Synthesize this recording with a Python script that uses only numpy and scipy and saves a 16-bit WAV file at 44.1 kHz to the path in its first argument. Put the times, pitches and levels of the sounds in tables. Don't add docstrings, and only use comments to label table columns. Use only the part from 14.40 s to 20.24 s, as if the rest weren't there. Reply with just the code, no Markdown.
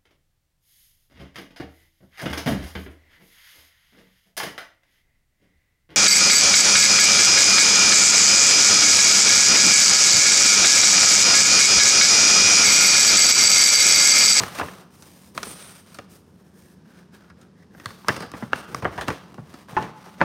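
import sys
import numpy as np
from scipy import signal
from scipy.fft import rfft, irfft
from scipy.io import wavfile
from scipy.ndimage import uniform_filter1d

SR = 44100
rng = np.random.default_rng(int(sys.argv[2]) if len(sys.argv) > 2 else 0)


def materialize(psi):
    bounded = np.clip(np.atleast_2d(psi).T, -1, 1)
    quanta = np.round(bounded * 32767).astype(np.int16)
    wavfile.write(sys.argv[1], SR, quanta)


N = 257533
TIME = np.arange(N) / SR

# (time [s], length [s], level [dB], swell [dB], bass weight [dB],
# brightness [dB], note of the air pocket [Hz])
HAND_STROKES = [(0.0, 0.12, -27.5, -10.5, -7, -11.5, 1220), (0.133, 0.053, -38, 5.5, -11, -8.5, 1200),
                (0.237, 0.16, -38, -11.5, 1, -7, 1280), (0.546, 0.34, -57.5, -3.5, -1.5, 3.5, 1010),
                (0.954, 0.063, -52.5, -4, 12.5, 5.5, 1050), (1.034, 0.088, -46, -1.5, 4, 8, 1310),
                (1.16, .24, -45.5, -9, -4, 3, 1380), (1.45, 0.11, -57.5, 9.5, -11, -2.5, 1350),
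                (1.704, 0.052, -56, -4.5, 10, 6, 1270), (1.825, 0.4, -75.5, -1, 15, 3, 1530),
                (2.15, 0.17, -66, 0, 0.5, 4, 1750), (2.454, 0.14, -57.5, 4, -7, -11.5, 1490),
                (2.724, 0.027, -55.5, 3.5, -8, -9.5, 1540), (2.79, 0.081, -58.5, 4.5, -2, -16.5, 1470),
                (2.978, 0.056, -55, -5.5, 6, -12.5, 1440), (3.163, 0.071, -65, 2, -11, -12, 1900),
                (3.33, 0.18, -58, 8.5, 3.5, -10.5, 1670), (3.508, 0.26, -51.5, -4, -9, -8, 1120),
                (3.706, 0.047, -35.5, 1, -23, -18.5, 1170), (3.943, 0.15, -40.5, -8.5, -2.5, -12.5, 1430),
                (4.154, .04, -39, -4, -2, -5, 1380), (4.282, .1, -52.5, 8, 9.5, -8.5, 1300),
                (4.504, 0.14, -47, 7.5, 3, -15, 1070), (4.7, 0.077, -35.5, -5, -1, -19, 1070),
                (4.85, 0.31, -54, -5, 5, -12.5, 960), (5.067, 0.15, -50.5, 0, -7, -11, 1180),
                (5.285, 0.026, -44.5, 3, -2, -12.5, 1110), (5.393, 0.09, -27.5, -15.5, 2, -25, 1100),
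                (5.55, 0.19, -52.5, 4, -8, -13, 1240), (5.781, 0.021, -43.5, 2, -9, -18, 1240)]
# (low edge [Hz], high edge [Hz])
RUB_BANDS = [(60, 500), (500, 2100), (2100, 7500), (7500, 16000)]
# (offset [dB], share of bass weight [ratio], share of brightness [ratio])
RUB_MIX = [(-1, 1, 0.017), (0, 0.14, 0.066), (-1.5, 0, 0.53), (0, 0.079, 0.96)]
# (frequency [Hz], level [dB])
RUB_AT_MIC = [(50, 0.5), (150, 6.5), (300, 1.5), (700, -1), (1500, -2.5), (2400, -5), (3800, -4.5),
              (6000, -8.5), (7700, -20), (8600, -17.5), (9800, -17), (10900, -23.5), (13500, -19),
              (16000, -24)]
HELD_RUB_DB = (-60, -71.5, -74, -87)
# (rub level [dB], note of the rubbed edge [Hz], ring [dB])
TOUCH_TONE = [(-72, 5400, 9), (-52, 4770, 6.5), (-47, 3480, 5.5), (-31.5, 2660, 5.5)]
# (time [s], narrow hiss against the fibre hiss [dB])
PINCH_CURVE = [(0, -14), (1.0, -12), (1.04, 3.5), (1.3, 3.5), (1.46, -2), (1.7, -14), (4.05, -15),
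               (4.18, 1), (4.32, -19)]
# (time [s], decay [s], panel note [Hz], crease note [Hz], level [dB],
# bass weight [dB], brightness [dB])
BUCKLES = [(0.001, 0.014, 106, 4500, -33.5, 4, -3), (0.0353, 0.0012, 1320, 8800, -31, -14, -10.5),
           (0.187, 0.008, 1280, 2660, -31, -10, -12), (0.196, .013, 900, 2720, -26, -9, -14.5),
           (0.211, 0.0071, 920, 2520, -23, -11, -25), (0.231, 0.0092, 586, 2900, -28.5, -10, -32),
           (0.284, .005, 1590, 3100, -36.5, -15, -23), (0.6234, 0.0082, 950, 5960, -52.5, 0, 1),
           (0.949, 0.0086, 1100, 4500, -53.5, -7, -2), (0.9771, 0.0043, 1080, 2450, -25, -25, -12),
           (1.0308, 0.0049, 1380, 5900, -30.5, -22, -5), (1.068, 0.0082, 250, 5000, -43.5, 4, -17),
           (1.5453, 0.011, 1440, 4470, -50, -12, 0.5), (1.587, 0.006, 446, 2670, -35, -9, -13.5),
           (2.9, 0.01, 1460, 5000, -49, -22, -15), (3.014, 0.0088, 1500, 6900, -63, -11, 2),
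           (3.3488, 0.004, 1460, 5800, -52.5, 5, -21), (3.399, 0.0054, 2070, 2770, -45, -20, -12),
           (3.4581, 0.0038, 1080, 4260, -29, -51, -8), (3.458, 0.0054, 100, 4300, -65, 30.5, -3),
           (3.506, .0028, 1100, 4500, -46, -13, -8.5), (3.646, 0.0038, 930, 5300, -44.5, 0, -20),
           (3.6842, 0.0027, 1170, 5240, -20, -10.5, -8), (3.6886, 0.0088, 1840, 2760, -17.5, -11.5, -20.5),
           (3.7643, 0.0072, 270, 2820, -36, 0, -6), (3.8046, 0.011, 252, 4800, -38, 4, -5.5),
           (3.822, 0.021, 120, 4770, -33, -1.5, -9.5), (3.917, .002, 1400, 5200, -50, 0, -1),
           (3.937, .012, 272, 2500, -37, 6, -21), (4.0239, 0.012, 141, 3040, -36.5, 13.5, -38),
           (4.132, 0.0021, 1690, 2780, -16, -32, -25.5), (4.321, 0.0196, 131, 3000, -53.5, 17, -13),
           (4.3463, 0.0023, 1200, 5600, -29.5, -6, -9.5), (4.423, 0.015, 156, 2500, -37, 13, -14),
           (4.446, 0.0019, 1580, 2820, -36, 6, -15), (4.4516, 0.0074, 410, 3060, -17.5, -12, -46),
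           (4.578, 0.017, 1050, 2800, -28.5, -1.5, -19.5), (4.611, 0.014, 1730, 3480, -30, -10, -9.5),
           (4.676, 0.0075, 300, 2720, -36.5, -1, -14), (4.682, 0.0093, 1020, 2780, -24, -0.5, -12),
           (4.7026, 0.01, 276, 2380, -28.5, -2, -15), (4.943, .0032, 213, 2800, -50, -1, -9),
           (4.98, 0.014, 148, 2780, -45, 18, -43), (5.1404, 0.009, 216, 4770, -45.5, 4, -7.5),
           (5.284, 0.017, 884, 8800, -47, -1, -21), (5.322, 0.016, 125, 3200, -52, 18.5, -10),
           (5.3664, 0.0056, 1080, 2630, -23.5, -17, -31), (5.3703, 0.011, 1040, 2700, -20, -12, -31.5),
           (5.4257, 0.0061, 840, 3000, -35.5, -3, -13.5), (5.658, 0.032, 180, 5640, -48, 5, -11.5),
           (5.806, 0.0071, 920, 2560, -24.5, -5, -30), (5.8136, 0.0016, 960, 2320, -15.5, -13, -32),
           (5.8166, 0.014, 330, 2530, -19.5, -4, -26)]
# (low edge [Hz], high edge [Hz])
SNAP_LAYERS = [(60, 250), (250, 800), (800, 2150), (2150, 3700), (3700, 7000), (7000, 16000)]
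# (offset [dB], share of bass weight [ratio], share of brightness [ratio],
# lift with the panel note [dB/octave], lift with the crease note [dB/octave])
SNAP_MIX = [(-1, 1, 0.055, 0, 0), (1.5, .3, 0, -0.95, -0.5), (0.5, 0.011, 0.027, 0, 0.5),
            (-5, 0.018, 0.38, 0, -2.5), (-0.5, 0, 0.91, 0.5, 1), (-0.5, 0.054, 1.37, 1, -1.5)]
# (frequency [Hz], level [dB])
SNAP_AT_MIC = [(50, -6), (110, 5.5), (400, -5.5), (700, -3.5), (1150, 3), (2000, -4), (2350, -11.5),
               (3600, -14.5), (5300, -18.5), (7300, -24), (9300, -23), (11000, -31), (15500, -35.5)]
# (frequency [Hz], sharpness [Q], lift [dB])
PAPER_RESONANCES = [(286.5, 7.9, 2), (1710, 10.4, 1.5), (2130, 72, -1), (3150, 52, 1.5), (4360, 47, -1.5),
                    (5165, 22, 0.5), (8420, 41, 3), (9600, 23, 0.5)]
# (low edge [Hz], high edge [Hz], time to fall 60 dB [s], level [dB])
REVERB_BANDS = [(132, 217, 0.97, -15.5), (202, 540, 0.31, -35), (600, 1600, 1, -17),
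                (2620, 5900, 0.67, -11), (7140, 16000, 0.49, -16.5)]
# (frequency [Hz], level [dB])
HUM_COLOUR = [(30, -25.5), (55, -17.5), (80, 1.5), (115, -9), (190, 4.5), (290, -9), (390, -8.5),
              (650, -21), (1000, -21), (1600, -30.5), (2700, -36.5), (5500, -38.5), (11000, -46),
              (16000, -64)]
# (time [s], upper pitch [Hz], lower pitch [Hz])
SQUEAK_PITCHES = [(3.345, 12000, 11600), (3.385, 14100, 13500), (3.43, 15150, 14650), (3.495, 14100, 13600),
                  (3.545, 13700, 13000), (3.643, 14700, 12850), (3.69, 14300, 12550)]
# (frequency [Hz], level [dB], time to fall 60 dB [s])
KNOCK_RING = [(197, -32, 0.25), (375, -24.5, 0.11), (863, -15.5, 0.15), (858, -39.5, 0.75),
              (910, -51, 0.38), (958, -62, .45), (1070, -50, 0.22), (1523, -41, .35)]

STROKE_RISE_S, STROKE_RISE_SHARE, STROKE_RELEASE_DB_PER_S = 0.014, 0.27, 230
GRIP_CHANGE_S, PINCH_LOW_HZ, PINCH_HIGH_HZ = 0.064, 8250, 9870
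MID_PANEL_HZ, MID_CREASE_HZ = 800, 3300
SETTLE_DB, SETTLE_WEIGHT_DB, SETTLE_BRIGHT_DB = -15, 2.5, -8
SETTLE_KEEPS_WEIGHT, SETTLE_KEEPS_BRIGHT = 0.24, 0.73
SETTLE_RISE_S, SETTLE_DB_PER_S = 0.0092, 110
BEND_DB, BEND_DB_PER_S = -2.5, 900


def from_db(db):
    return 10 ** (np.asarray(db) / 20)


def rms_one(x):
    return x / np.sqrt(np.mean(x ** 2) + 1e-20)


def in_time(rows):
    times, *columns = np.transpose(rows)
    return [np.interp(TIME, times, column) for column in columns]


def band(x, low, high, order=3):
    sos = signal.butter(order, [low, min(high, .45 * SR)], "band", fs=SR, output="sos")
    return signal.sosfilt(sos, x + 1e-18)


def drift(turns_per_s):
    knots = rng.standard_normal(int(N / SR * turns_per_s) + 2)
    return rms_one(np.interp(TIME * turns_per_s, np.arange(len(knots)), knots))


def response(colour, size=4096):
    hz, db = np.transpose(colour)
    grid = np.maximum(np.arange(size // 2 + 1) * SR / size, 1)
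    gain = from_db(np.interp(np.log(grid), np.log(hz), db))
    cepstrum = irfft(np.log(gain))
    fold = np.r_[1, np.full(size // 2 - 1, 2), 1, np.zeros(size // 2 - 1)]
    return irfft(np.exp(rfft(cepstrum * fold)))


def through(x, impulse):
    return signal.fftconvolve(x, impulse)[:len(x)]


def add(track, start_s, sound):
    start = int(np.clip(round(start_s * SR), 0, N - 1))
    track[start:start + len(sound)] += sound[:N - start]


def resonate(x, hz, q, boost_db):
    b, a = signal.iirpeak(hz, q, fs=SR)
    return x + (from_db(boost_db) - 1) * signal.lfilter(b, a, x)


def glide(x, hz, q, boost_db, block=256):
    peak, state = np.zeros(N), np.zeros(2)
    for i in range(0, N, block):
        b, a = signal.iirpeak(hz[i], q, fs=SR)
        peak[i:i + block], state = signal.lfilter(b, a, x[i:i + block], zi=state)
    return x + (from_db(boost_db) - 1) * peak


def envelope(start, rise, hold, swell_db, release_db_per_s, time):
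    age = time - start
    held_db = swell_db * np.clip(age / hold, 0, 1)
    release_db = release_db_per_s * np.maximum(age - hold, 0)
    return np.clip(age / rise, 0, 1) * from_db(held_db - release_db)


def layer_levels(mix, db, *traits):
    return db + np.array(mix) @ [1, *traits]


def rub_gains(step=64):
    time = TIME[::step]
    power = from_db(HELD_RUB_DB)[:, None] ** 2
    for start, length, db, swell_db, weight_db, bright_db, _ in HAND_STROKES:
        rise = STROKE_RISE_S + STROKE_RISE_SHARE * length
        lead = rise / 2
        shape = envelope(start - lead, rise, length + lead, swell_db, STROKE_RELEASE_DB_PER_S, time)
        levels = layer_levels(RUB_MIX, db, weight_db, bright_db)
        power = power + np.outer(from_db(levels), shape) ** 2
    for start, *_, db, weight_db, bright_db in BUCKLES:
        bending = (time < start) * from_db(BEND_DB - BEND_DB_PER_S * np.abs(start - time))
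        settling = envelope(start, SETTLE_RISE_S, SETTLE_RISE_S, 0, SETTLE_DB_PER_S, time)
        rub_weight_db = SETTLE_WEIGHT_DB + SETTLE_KEEPS_WEIGHT * weight_db
        rub_bright_db = SETTLE_BRIGHT_DB + SETTLE_KEEPS_BRIGHT * bright_db
        levels = layer_levels(RUB_MIX, db + SETTLE_DB, rub_weight_db, rub_bright_db)
        power = power + np.outer(from_db(levels), bending + settling) ** 2
    return [np.interp(TIME, time, np.sqrt(layer)) for layer in power]


def friction(catches_per_s=900, catch_db=1.0, judder_db=1.5, crinkles_per_s=70, crinkle_db=-13.5):
    sizes = from_db(catch_db * np.minimum(rng.exponential(1, N), 5)) * rng.choice([-1, 1], N)
    catches = rms_one(sizes * (rng.random(N) < catches_per_s / SR))
    crinkles = rms_one(sizes * (rng.random(N) < crinkles_per_s / SR))
    rub = catches + rng.standard_normal(N)
    return rub * from_db(judder_db * drift(130)) + from_db(crinkle_db) * crinkles


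def sliding(trim_db=-3.0, pressure_db=1.0):
    gains = rub_gains()
    pocket_hz, = in_time([(start + length / 2, hz) for start, length, *_, hz in HAND_STROKES])
    grip_db = uniform_filter1d(20 * np.log10(gains[1]), int(GRIP_CHANGE_S * SR))
    touch_db, *tone = np.transpose(TOUCH_TONE)
    edge_hz, ring_db = [np.interp(grip_db, touch_db, column) for column in tone]
    shake = through(friction(), response(RUB_AT_MIC))
    shake = glide(shake, pocket_hz, q=3.6, boost_db=ring_db)
    shake = glide(shake, edge_hz, q=26.0, boost_db=ring_db - 3.0)
    shake = glide(shake, 1.31 * pocket_hz, q=2.3, boost_db=-ring_db / 2)
    *body, hiss = [gain * rms_one(band(shake, *edges, order=4)) for gain, edges in zip(gains, RUB_BANDS)]
    pinch = from_db(in_time(PINCH_CURVE)[0])
    narrow = pinch * gains[-1] * rms_one(band(friction(), PINCH_LOW_HZ, PINCH_HIGH_HZ, order=4))
    top = (hiss + narrow) / np.sqrt(1 + pinch ** 2)
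    pressure = from_db(trim_db + pressure_db * drift(22))
    return pressure * (sum(body) + top)


def snaps(first_jolt=6.8, uneven_db=2.0, bass_lingers=0.16, bend_lag_s=0.00037, slack=0.093, size=6000):
    out, age, miked_snap = np.zeros(N), np.arange(size) / SR, response(SNAP_AT_MIC)
    for start, decay, panel_hz, crease_hz, db, weight_db, bright_db in BUCKLES:
        jolts = rms_one(rng.standard_normal(size) * from_db(uneven_db * rng.standard_normal(size)))
        body = resonate(miked_snap, panel_hz, q=4.7, boost_db=10.5)
        body = resonate(body, 1.685 * panel_hz, q=4.9, boost_db=9.0)
        body = resonate(body, crease_hz, q=16.0, boost_db=9.5)
        octaves = np.log2([panel_hz / MID_PANEL_HZ, crease_hz / MID_CREASE_HZ])
        levels = layer_levels(SNAP_MIX, db, weight_db, bright_db, *octaves)
        for (low, high), layer_db in zip(SNAP_LAYERS, levels):
            slowness = 1300 / np.sqrt(low * high)
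            push = jolts * np.exp(-age / (decay * slowness ** bass_lingers))
            push[0] = first_jolt * max(slowness ** 0.12, slowness ** -0.045)
            layer = band(through(push, body), low, high, order=5 if low > 500 else 3)
            layer *= np.sqrt(0.01 * SR / np.sum(layer ** 2))
            lag = (bend_lag_s + slack * decay) * max(np.sqrt(slowness) - 1, 0)
            add(out, start + lag, from_db(layer_db) * layer)
    return out


def paper_body(x):
    level = np.std(x)
    for hz, q, db in PAPER_RESONANCES:
        x = resonate(x, hz, q, db)
    return x * level / np.std(x)


def tiled_reverb(x, first_echo_s=0.0019, build_s=0.0076, size=26000):
    age = np.arange(size) / SR
    onset = 1 - np.exp(-np.maximum(age - first_echo_s, 0) / build_s)
    tail = np.zeros(size)
    for low, high, t60, db in REVERB_BANDS:
        echoes = band(rng.standard_normal(size), low, high) * onset * from_db(-60 * age / t60)
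        tail += from_db(db) * echoes * np.sqrt(2 * (high - low) / SR / np.sum(echoes ** 2))
    return through(x, tail)


def room_hum(noise_db=-52.5, drone_hz=175, drone_db=-60):
    noise = through(rng.standard_normal(N), response(HUM_COLOUR))
    bed = rms_one(band(noise, 56, 18000))
    drone = rms_one(band(rng.standard_normal(N), drone_hz - 10, drone_hz + 10, order=2))
    return from_db(noise_db) * bed + from_db(drone_db) * drone


def squeak(level_db=-68, swell_db=-3.5, waver=.008, lower_spot_db=-2.0):
    start, end = SQUEAK_PITCHES[0][0], SQUEAK_PITCHES[-1][0]
    shape = envelope(start, STROKE_RISE_S, end - start, swell_db, STROKE_RELEASE_DB_PER_S, TIME)
    pitches = [hz * (1 + waver * drift(900)) for hz in in_time(SQUEAK_PITCHES)]
    upper, lower = [np.sin(2 * np.pi * np.cumsum(hz) / SR) for hz in pitches]
    return from_db(level_db) * shape * (upper + from_db(lower_spot_db) * lower)


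def knock(start_s=5.368):
    age = np.maximum(TIME - start_s, 0)
    return sum(from_db(db - 60 * age / t60) * np.sin(2 * np.pi * hz * age) for hz, db, t60 in KNOCK_RING)


def scene():
    close = paper_body(snaps() + sliding()) + squeak() + knock()
    return (close + tiled_reverb(close) + room_hum())[None]


def record(dry, ceiling=.95, cutoff_hz=16000):
    rounded = dry / (1 + (dry / ceiling) ** 6) ** (1 / 6)
    return signal.sosfilt(signal.ellip(10, .1, 80, cutoff_hz, fs=SR, output="sos"), rounded)


dry = scene()
out = record(dry)
materialize(out)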